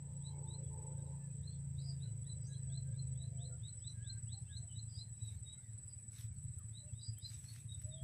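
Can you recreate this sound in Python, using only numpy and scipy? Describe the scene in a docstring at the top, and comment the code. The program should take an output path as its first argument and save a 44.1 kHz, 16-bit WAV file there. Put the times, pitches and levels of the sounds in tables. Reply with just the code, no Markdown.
"""Riverside scrub with a far engine

A small bird repeats short up-slurred whistles while others answer: gliding sines with a scattered tail.
One cricket chirps in front of others and an insect chorus: short tones and flickering noise bands.
Far off a slow thumping engine slows further, picking up at the end: pulses ring its exhaust modes.
A dull drone swells and fades; hand or cloth rustles and small handling clicks sound near the microphone,
over a steady river wash mottled by faint random gliding blips."""
import sys
import numpy as np
from scipy import signal
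from scipy.fft import rfft, irfft
from scipy.io import wavfile
from scipy.ndimage import map_coordinates

SR = 44100
rng = np.random.default_rng(int(sys.argv[2]) if len(sys.argv) > 2 else 0)


def unload_audio(sound):
    """Save the sound as a 16-bit wav file, at the path given as the first command line argument."""
    columns = np.transpose(np.atleast_2d(sound))
    # keep every value between -1 and 1, then stretch to whole-number steps
    steps = np.round(np.clip(columns, -1, 1) * 32767)
    wavfile.write(sys.argv[1], SR, steps.astype(np.int16))


N = 354431
TIME = np.arange(N) / SR


def birds():
    """All the singers together, from the near warbler to the far hoots."""
    return warbler() + buzzy_bird() + chipping_birds() + hoots()


def warbler():
    """Each whistle climbs in pitch as it swells, then dies away on its top pitch."""
    # Each row: start in seconds, loudest moment in seconds, first pitch in Hz, top pitch in Hz,
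    # level at the loudest in dB, lead-in in dB under that.
    slurs = [(0.202, .272, 3110, 4054, -53, 18), (0.458, 0.546, 3390, 4110, -62.5, 4),
             (1.424, 1.483, 3640, 4250, -57.5, 11), (1.754, 1.81, 3400, 4020, -62, 6),
             (2.0, 2.046, 3530, 4045, -58, 1.5), (2.242, 2.298, 3370, 4070, -54.5, 14.5),
             (2.494, 2.551, 3880, 4070, -57.5, 4), (2.693, 2.771, 3200, 4086, -58, 8.5),
             (2.913, 2.994, 3140, 4106, -58, 19), (3.139, 3.234, 3200, 4015, -60.5, 9.5),
             (3.375, 3.46, 3000, 4124, -60.5, 7.5), (3.595, 3.68, 3060, 4020, -56, 11),
             (3.8, 3.882, 2920, 3993, -52, 14.5), (4.021, 4.105, 2980, 4120, -56, 10.5),
             (4.265, 4.344, 2800, 4110, -56.5, 7.5), (4.482, 4.571, 3010, 4070, -54, 5.5),
             (4.688, 4.797, 2950, 4036, -55.5, 18), (4.932, 5.01, 3000, 4150, -51.5, 14.5),
             (6.722, 6.785, 3480, 3976, -54.5, 8.5), (6.926, 7.021, 3350, 3965, -57, 14.5),
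             (7.163, 7.251, 2920, 4080, -49.5, 19.5), (7.447, 7.494, 4120, 4393, -53, 7)]
    shoulder_share, shoulder_pitch = .62, .75   # shares of the rise in time and in pitch done at the lead-in
    onset_db = 14.5   # start under the lead-in
    fall_s, fall_db = .031, 27
    notes = []
    for start, peak, first_hz, top_hz, db, lead_db in slurs:
        shoulder_s = start + shoulder_share * (peak - start)
        shoulder_hz = first_hz + shoulder_pitch * (top_hz - first_hz)
        notes.append([(start, first_hz, db - lead_db - onset_db),
                      (shoulder_s, shoulder_hz, db - lead_db),
                      (peak, top_hz, db),
                      (peak + fall_s, top_hz, db - fall_db)])
    return whistles(notes, flutter_db=5, flutter_hz=65, waver=.015, fade_s=.012)


def buzzy_bird():
    """A higher bird whose fast flutter of level and pitch makes its notes buzz."""
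    # Each row: loudest moment in seconds, rise in seconds, fall in seconds, level at the loudest in dB.
    buzzes = [(1.9, 0.092, 0.065, -56.5), (2.455, .045, 0.057, -72.5), (4.981, 0.091, 0.064, -57.5),
              (5.915, 0.049, .045, -70.5), (7.08, .08, 0.06, -55.5), (7.265, 0.052, 0.087, -58)]
    rise_db, fall_db = 15.5, 33
    notes = [[(s - rise, 4830, db - rise_db), (s, 4850, db), (s + fall, 4930, db - fall_db)]
             for s, rise, fall, db in buzzes]
    return whistles(notes, flutter_db=4, flutter_hz=260, waver=.025, fade_s=.015)


def chipping_birds():
    """Chips and thin high whistles, level, falling or rising, each on a straight glide."""
    # Each row: loudest moment in seconds, rise in seconds, fall in seconds, first pitch in Hz,
    # last pitch in Hz, level at the loudest in dB.
    calls = [(.648, .012, .045, 3420, 3260, -77), (1.532, .01, .02, 4510, 3770, -62.5),
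             (1.545, 0.02, 0.019, 3520, 3490, -69.5), (1.803, 0.0089, 0.0152, 4600, 3810, -60.5),
             (2.48, 0.038, 0.026, 5500, 7140, -64), (2.53, .03, .03, 6000, 6100, -74),
             (2.55, .015, .02, 3350, 3250, -73), (2.73, 0.033, .05, 4260, 4360, -76),
             (3.795, .01, .015, 5500, 4600, -73), (3.9, .025, 0.029, 5860, 5830, -72),
             (4.58, .02, .03, 6130, 6100, -74), (4.716, .03, 0.03, 3040, 3000, -67),
             (4.8, .015, .025, 6250, 6200, -77), (5.28, .08, 0.066, 3930, 3750, -61.5),
             (5.52, 0.072, 0.042, 3805, 3870, -58), (7.727, .038, 0.028, 3820, 3735, -56.5),
             (7.935, 0.027, .055, 3800, 3340, -61), (7.984, .015, 0.052, 3335, 3324, -64),
             (2.9, .05, .03, 10600, 11300, -83), (2.97, .035, 0.034, 11500, 10300, -86),
             (5.25, 0.046, .03, 10800, 12600, -81), (5.36, .015, .03, 13000, 12000, -84)]
    rise_db, fall_db = 9.5, 16.5
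    notes = []
    for s, rise, fall, first_hz, last_hz, db in calls:
        peak_hz = (fall * first_hz + rise * last_hz) / (rise + fall)
        notes.append([(s - rise, first_hz, db - rise_db), (s, peak_hz, db), (s + fall, last_hz, db - fall_db)])
    return whistles(notes, flutter_db=4, flutter_hz=70, waver=.015, fade_s=.012)


def hoots():
    """Far, low calls glide evenly and flutter slowly."""
    # Each row: start in seconds, end in seconds, first pitch in Hz, last pitch in Hz, level in dB.
    calls = [(1.857, 1.926, 716, 674, -72), (2.668, 2.795, 686, 670, -77), (3.192, 3.56, 672, 688, -75.5),
             (3.425, 3.555, 499, 512, -71.5), (4.323, 4.417, 763, 838, -76),
             (4.574, 4.676, 684, 690, -78.5), (6.818, 6.923, 623, 563, -76), (7.853, 8.105, 600, 676, -70),
             (.33, 0.39, 2190, 2200, -82.5), (1.214, 1.285, 1750, 1700, -80),
             (2.03, 2.066, 1528, 1450, -78), (2.493, 2.565, 1640, 1626, -75.5),
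             (2.697, 2.767, 1640, 1600, -80), (2.864, 2.955, 1605, 1630, -79.5),
             (3.515, 3.544, 1435, 1397, -76.5), (3.955, 4.191, 1654, 1590, -78.5),
             (4.501, 4.589, 1674, 1570, -77.5), (5.552, 5.675, 2150, 1930, -82.5),
             (6.583, 6.638, 1400, 1030, -79.5)]
    notes = [[(start, first_hz, db), (end, last_hz, db)] for start, end, first_hz, last_hz, db in calls]
    return whistles(notes, flutter_db=3.5, flutter_hz=18, waver=.011, fade_s=.05)


def scrub(x):
    """Leaves and stems scatter a dense short tail."""
    t60_s, tail_db = .15, -2.5
    t = TIME[:SR // 2]
    tail = rng.standard_normal(len(t)) * amp(-60 * t / t60_s) * np.minimum(t / .0039, 1)
    return x + amp(tail_db) * signal.fftconvolve(x, tail / np.sqrt(np.sum(tail ** 2)))[:N]


def cricket():
    """Each wing stroke of the front cricket is a short tone whose pitch sags a little."""
    # Each row: first wing stroke in seconds, last wing stroke in seconds, stroke level in dB.
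    bouts = [(0.164, 0.264, -51.5), (0.382, 0.63, -49), (0.677, 1.013, -50.5), (1.323, 1.365, -57),
             (1.511, 1.689, -59), (1.967, 2.165, -55.5), (2.213, 2.419, -49.5), (2.622, 2.821, -48.5),
             (3.017, 3.22, -48), (3.369, 3.524, -48), (3.673, 3.868, -47.5), (4.022, 4.373, -47),
             (4.573, 4.871, -48.5), (5.118, 5.273, -49), (5.425, 5.576, -49.5), (5.776, 6.077, -48),
             (6.23, 6.277, -52), (6.377, 6.683, -52), (6.872, 6.973, -53), (7.027, 7.439, -49.5),
             (7.741, 7.935, -47.5)]
    wing_hz, stroke_s = 7955, .05   # stroke spacing, rounded to fit each bout
    strokes, t = np.zeros(N + SR), TIME[:SR // 20]
    for first, last, db in bouts:
        times = np.linspace(first, last, round((last - first) / stroke_s) + 1)
        for s, (detune, longer, louder) in zip(times, rng.standard_normal((len(times), 3))):
            attack = np.sin(np.pi / 2 * np.minimum(t / .014, 1))
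            decay = np.exp(-(t / (.023 * (1 + .08 * longer))) ** 3)
            tone = np.sin(2 * np.pi * wing_hz * (1 + .0014 * detune - .21 * t) * t)
            strokes[round((s - .003) * SR):][:len(t)] += amp(db + 1.3 * louder) * attack * decay * tone
    return strokes[:N] * amp(.75 * drift(140))   # file teeth catch unevenly


def engine():
    """Under load a steady hum on the firing rate; under it uneven thumps into the exhaust modes."""
    # Each row: time in seconds, engine level in dB ahead of the hum and load offsets.
    level_curve = [(0, -47), (3.1, -44.5), (3.7, -46.5), (4.05, -51.5), (4.25, -47.5), (5.3, -50), (6, -55),
                   (6.38, -48), (7.3, -52.5), (7.8, -49.5), (8.0, -45)]
    hum_db, loaded_thump_db = -2.5, -6.5   # against the engine level
    closed_s, closing_s = 3.905, .28   # throttle fully closed; time it takes to close
    level_db, = in_time(level_curve)
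    per_s, turns = firings()
    loaded = np.clip((closed_s - TIME) / closing_s, 0, 1)
    hum = amp(level_db + hum_db) * loaded * engine_hum(turns)
    return hum + amp(level_db + loaded_thump_db * loaded) * exhaust_thumps(per_s, turns, loaded)


def firings():
    """Firing rate per second and the running count of firings."""
    # Each row: time in seconds, firings per second.
    speed = [(0.0, 28.08), (1.5, 27.65), (3.1, 26.28), (3.75, 24.77), (4.05, 22.96), (4.8, 21.57),
             (5.7, 18.09), (6.15, 17.37), (6.45, 15.11), (7.1, 12.8), (7.3, 14.43), (7.65, 14.59),
             (8.04, 18.21)]
    per_s, = in_time(speed)
    return per_s, np.cumsum(per_s) / SR + .2935


def engine_hum(turns):
    """Harmonics of the firing rate, each wandering in level and phase."""
    # Each row: multiple of the firing rate, relative level in dB.
    harmonics = [(2, -24), (3, -10.5), (4, -7.5), (5, 0), (6, -11), (7, -30), (8, -36)]
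    return sum(np.sqrt(2) * amp(db + 1.6 * drift(3)) * np.cos(2 * np.pi * order * turns + .3 * drift(3))
               for order, db in harmonics)


def exhaust_thumps(per_s, turns, loaded):
    """Each firing strikes the exhaust modes with uneven timing and force; rms 1."""
    # Each row: mode in Hz, width of its first pass in Hz, relative level in dB,
    # change with the throttle closed in dB.
    modes = [(60.5, 31, -18, -2), (82.6, 22.4, -4.5, -0.4), (112.5, 11.16, -2.5, 1.5), (138.6, 18, 0, 1),
             (186.5, 42, -4, -1.5), (200, 140, -32.5, 3)]
    swell_width = 1.8   # each mode swells before it dies: width of a second pass, in mode widths
    at = np.flatnonzero(np.diff(np.floor(turns)))
    chance = rng.standard_normal((len(at), 2 + len(modes)))
    at = np.clip(at + (.0044 * SR * chance[:, 0]).astype(int), 0, N - 1)
    thumps = np.zeros(N)
    for k, (hz, width_hz, mode_db, closed_db) in enumerate(modes):
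        uneven_db = 1.83 * chance[:, 1] + 3.37 * chance[:, 2 + k]   # whole firing, then this mode alone
        pulses = np.zeros(N)
        pulses[at] = amp(closed_db * (1 - loaded[at]) + uneven_db) / np.sqrt(per_s[at])
        ringing = resonance(resonance(pulses, hz, width_hz), hz, swell_width * width_hz)
        thumps += (-1) ** k * amp(mode_db) * ringing / width_hz
    # each puff leaves the pipe over some milliseconds
    thumps = signal.fftconvolve(thumps, np.hanning(SR // 150))[:N]
    # banks and trees smear it
    t = TIME[:SR // 12]
    echo = rng.standard_normal(SR // 12) * amp(-60 * t / .084)
    smeared = signal.fftconvolve(thumps, echo)[:N]
    return rms_one(rms_one(thumps) + amp(-3) * rms_one(smeared))


def drone():
    """A dull swelling drone: noise in two groups of narrow resonances, throbbing in step with the engine."""
    # Each row: time in seconds, low band level in dB, high band level in dB.
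    swell = [(0, -71, -79), (.24, -78, -74.5), (.36, -63.5, -63.5), (.57, -66, -69), (.65, -67, -86),
             (.74, -63.5, -70), (1.12, -67.5, -70.5), (1.25, -75.5, -84.5), (1.8, -78.5, -87.5),
             (3.5, -75, -90), (3.65, -83.5, -92), (5.6, -92, -92.5)]
    # Each row of both: resonance in Hz, width of each of two passes in Hz, relative level in dB.
    low_modes = [(341, 45, -7), (433, 27.5, -0.5), (517, 93, -2.5)]
    high_modes = [(712, 38, -18), (791, 45, -6), (881, 53, 1), (993, 74, -8)]
    waver_db, throb_depth, throbs_per_firing = 2.5, .26, 3
    out = 0
    for db, modes in zip(in_time(swell), (low_modes, high_modes)):
        band = sum(amp(mode_db + waver_db * drift(5)) * ringing_noise(hz, width_hz)
                   for hz, width_hz, mode_db in modes)
        out = out + amp(db) * rms_one(band)
    throb = 1 + throb_depth * np.cos(2 * np.pi * throbs_per_firing * firings()[1])
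    return out * rms_one(throb) * window(swell, .074)


def rustles():
    """Hand or cloth rustles near the microphone: noise whose bands flicker fast, together and apart."""
    # Each row: full level reached in seconds, rise in seconds, hold in seconds, fall in seconds, level in dB.
    strokes = [(5.25, .07, 0.092, .06, -75), (6.184, .075, 0.055, 0.038, -63),
               (7.318, .08, 0.28, .07, -67.5), (7.78, 0.11, 0.088, 0.037, -75.5)]
    # Each row: frequency in Hz, relative level in dB per Hz.
    rustle_spectrum = [(900, -16.5), (1800, -7), (2500, -3), (3100, -10), (3700, -2), (4600, -9),
                       (6000, -2), (7200, -11.5), (10000, -3.5), (15800, -17)]
    rise_db, fall_db = 14, 12
    grains = patchy(rustle_spectrum, patch_db=3, patch_hz=14, together=2.2 * drift(150) + 1.5 * drift(12))
    level = 0
    for s, rise, hold, fall, db in strokes:
        rows = [(s - rise, db - rise_db), (s, db), (s + hold, db), (s + hold + fall, db - fall_db)]
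        level = level + amp(in_time(rows)[0]) * window(rows, .011)
    return level * grains


def clicks():
    """A small handling click near the microphone is a short bright burst over a duller one."""
    # Each row: time in seconds, bright level in dB ahead of the band gains, dull level in dB against it.
    hits = [(6.3485, -73, -18), (6.4333, -72, -16), (6.59, -59.5, -26), (6.6924, -71, 3), (6.9354, -72, 4),
            (7.0199, -74, -5), (7.1851, -51.5, -12), (7.3158, -65, 1), (7.3771, -65, -10), (7.4435, -69, 9),
            (7.5618, -64, 11), (7.7762, -74, -1), (7.8171, -58, -3)]
    bright_gain_db, dull_gain_db = 9, 7
    bright, dull = np.zeros((2, N))
    for s, db, dull_db in hits:
        bright[round(s * SR)] = amp(db)
        dull[round(s * SR)] = amp(db + dull_db)
    t = TIME[:SR // 20]
    burst = rng.standard_normal(len(t)) * (amp(-60 * t / .006) + .15 * amp(-60 * t / .04))
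    high = signal.sosfilt(signal.butter(2, 9000, "high", fs=SR, output="sos"), burst)
    low = signal.sosfilt(signal.butter(2, [1500, 7000], "band", fs=SR, output="sos"), burst)
    bright_clicks = amp(bright_gain_db) * signal.fftconvolve(bright, high)[:N]
    return bright_clicks + amp(dull_gain_db) * signal.fftconvolve(dull, low)[:N]


def neighbours():
    """Crickets further off stroke in bouts, each at its own pitch and pace."""
    # Each row: pitch in Hz, strokes per second, level in dB.
    singers = [(7800, 21, -64), (7710, 20.6, -60), (8260, 18, -60), (8060, 63, -70)]
    out = 0
    for hz, per_s, db in singers:
        stroke = np.maximum(np.sin(2 * np.pi * (per_s * TIME + rng.random() + .15 * drift(1.5))), 0)
        bout = np.clip(1.07 + .71 * drift(1.3), 0, 1)
        tone = np.sin(2 * np.pi * hz * np.cumsum(1 + .0026 * drift(20)) / SR)
        out = out + amp(db + .79 * drift(44)) * stroke * bout * tone
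    return out


def insects():
    """Many far insects blend into flickering noise bands."""
    # Each row: frequency in Hz, relative level in dB per Hz.
    chorus_spectrum = [(7250, -26.5), (7550, -21.5), (7780, -4.5), (7950, -1), (8100, -4), (8290, -5.5),
                       (8450, -9), (8700, -42), (8900, -49)]
    # Each row: time in seconds, low insects in dB ahead of a 2.5 dB lift, high insects in dB.
    level_curve = [(0.0, -64, -87), (0.65, -64.5, -82.5), (3.76, -65, -83), (7.74, -64.5, -74.5),
                   (8.04, -67.5, -76.5)]
    # Each row: band centre in Hz, width of each of two passes in Hz, relative level in dB.
    high_bands = [(9815, 450, 3.5), (10340, 540, 0)]
    low_db, high_db = in_time(level_curve)
    low = shaped(rng.standard_normal(N), chorus_spectrum) * amp(low_db + 2.5 + 1.3 * drift(24))
    high = sum(amp(db + 2 * drift(8) + 2.85 * drift(30)) * ringing_noise(hz, width_hz)
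               for hz, width_hz, db in high_bands)
    return low + amp(high_db) * rms_one(high)


def far_blips():
    """Faint random gliding blips that mottle the background."""
    chance, t = rng.random((70, 5)), TIME[:SR // 10]
    out = np.zeros(N + len(t))
    for when, pitch, glide, length, level in chance:
        hz = 1300 * 2 ** (2.1 * pitch) * (1 + 6.4 * (glide - .5) * t)
        shape = np.sin(np.pi * np.clip(t / (.022 + .064 * length), 0, 1)) ** 2
        tone = np.sin(2 * np.pi * np.cumsum(hz) / SR)
        out[int(when * N):][:len(t)] += amp(-87.5 + 8 * level) * shape * tone
    return out[:N]


def air():
    """Steady river wash, and a low far rumble: gently flickering and slowly drifting noise."""
    # Each row: frequency in Hz, relative level in dB per Hz.
    wash_spectrum = [(190, 5.5), (290, -11.5), (600, -17), (1170, -24.5), (1800, -20), (3000, -25.5),
                     (6500, -27.5), (9000, -28.5), (12000, -34), (15800, -34.5)]
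    wash = patchy(wash_spectrum, patch_db=1.6, patch_hz=8, together=.4 * drift(1.5))
    rumble = shaped(rng.standard_normal(N), [(20, -20.5), (60, -4), (120, -.5), (190, -12)])
    return amp(-73.5) * wash + amp(-65 + 4.6 * drift(3)) * rumble


def whistles(notes, flutter_db, flutter_hz, waver, fade_s):
    """Sine notes, rows of (s, Hz, rms dB), whose level flutters and whose pitch wavers by a share."""
    out = np.zeros(N)
    flutter = amp(flutter_db * drift(flutter_hz))
    wobble = 1 + waver * drift(flutter_hz)
    for rows in notes:
        start, end = rows[0][0], rows[-1][0]
        part = np.abs(TIME - (start + end) / 2) < (end - start + fade_s) / 2
        hz, db = (column[part] for column in in_time(rows))
        tone = np.sin(2 * np.pi * np.cumsum(hz * wobble[part]) / SR)
        out[part] += np.sqrt(2) * amp(db) * window(rows, fade_s)[part] * tone
    return out * rms_one(flutter)


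def patchy(spectrum, patch_db, patch_hz, together):
    """Noise in narrow bands, each flickering on its own over a shared gain in dB; rms 1."""
    edges = np.geomspace(spectrum[0][0], spectrum[-1][0], 22)
    base, out = rfft(shaped(rng.standard_normal(N), spectrum)), 0
    grid = np.fft.rfftfreq(N, 1 / SR)
    for low, high in zip(edges, edges[1:]):
        band = irfft(base * ((grid >= low) & (grid < high)), N)
        out = out + band * amp(patch_db * drift(patch_hz) + together)
    return rms_one(out)


def shaped(x, spectrum):
    """Colour x by a spectrum in dB per Hz, near silent outside it; rms 1."""
    hz, db = np.transpose(spectrum)
    grid = np.fft.rfftfreq(N, 1 / SR) + 1e-3   # keeps the logarithm finite at 0 Hz
    gain = amp(np.interp(np.log(grid), np.log(hz), db, -120, -120))
    return rms_one(irfft(rfft(x) * gain, N))


def ringing_noise(hz, width_hz):
    """Noise passed twice through one resonance."""
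    return resonance(resonance(rng.standard_normal(N), hz, width_hz), hz, width_hz)


def resonance(x, hz, width_hz):
    """Two-pole resonance with gain 1 on top."""
    r = np.exp(-np.pi * width_hz / SR)
    feedback = [1, -2 * r * np.cos(2 * np.pi * hz / SR), r * r]
    return signal.lfilter(np.array([1, 0, -1]) * (1 - r * r) / 2, feedback, x + 1e-18)


def drift(rate_hz):
    """Smooth random wander up to about rate_hz; rms 1."""
    knots = rng.standard_normal(int(N / SR * rate_hz * 2) + 3)
    return rms_one(map_coordinates(knots, [TIME * rate_hz * 2], order=3))


def in_time(rows):
    """Columns of a curve, sample by sample; the first column is time in seconds."""
    s, *columns = np.transpose(rows)
    return [np.interp(TIME, s, c) for c in columns]


def window(rows, fade_s):
    """One while the curve lasts, fading at both ends."""
    return np.clip(np.minimum(TIME - rows[0][0], rows[-1][0] - TIME) / fade_s + .5, 0, 1)


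def amp(db):
    """Decibels to gain."""
    return 10 ** (np.asarray(db) / 20)


def rms_one(x):
    """Scale to unit rms."""
    return x / np.sqrt(np.mean(x ** 2) + 1e-20)


def scene():
    """Birds and blips pass through the scrub; the rest is heard directly."""
    near = scrub(birds() + far_blips()) + cricket() + rustles() + clicks()
    far = engine() + drone() + neighbours() + insects() + air()
    return (near + far)[None]


def record(dry):
    """A steep low-pass cuts the top, 70 dB down from 15850 Hz."""
    return signal.sosfilt(signal.cheby2(24, 70, 15850, fs=SR, output="sos"), dry)


dry = scene()
out = record(dry)
unload_audio(out)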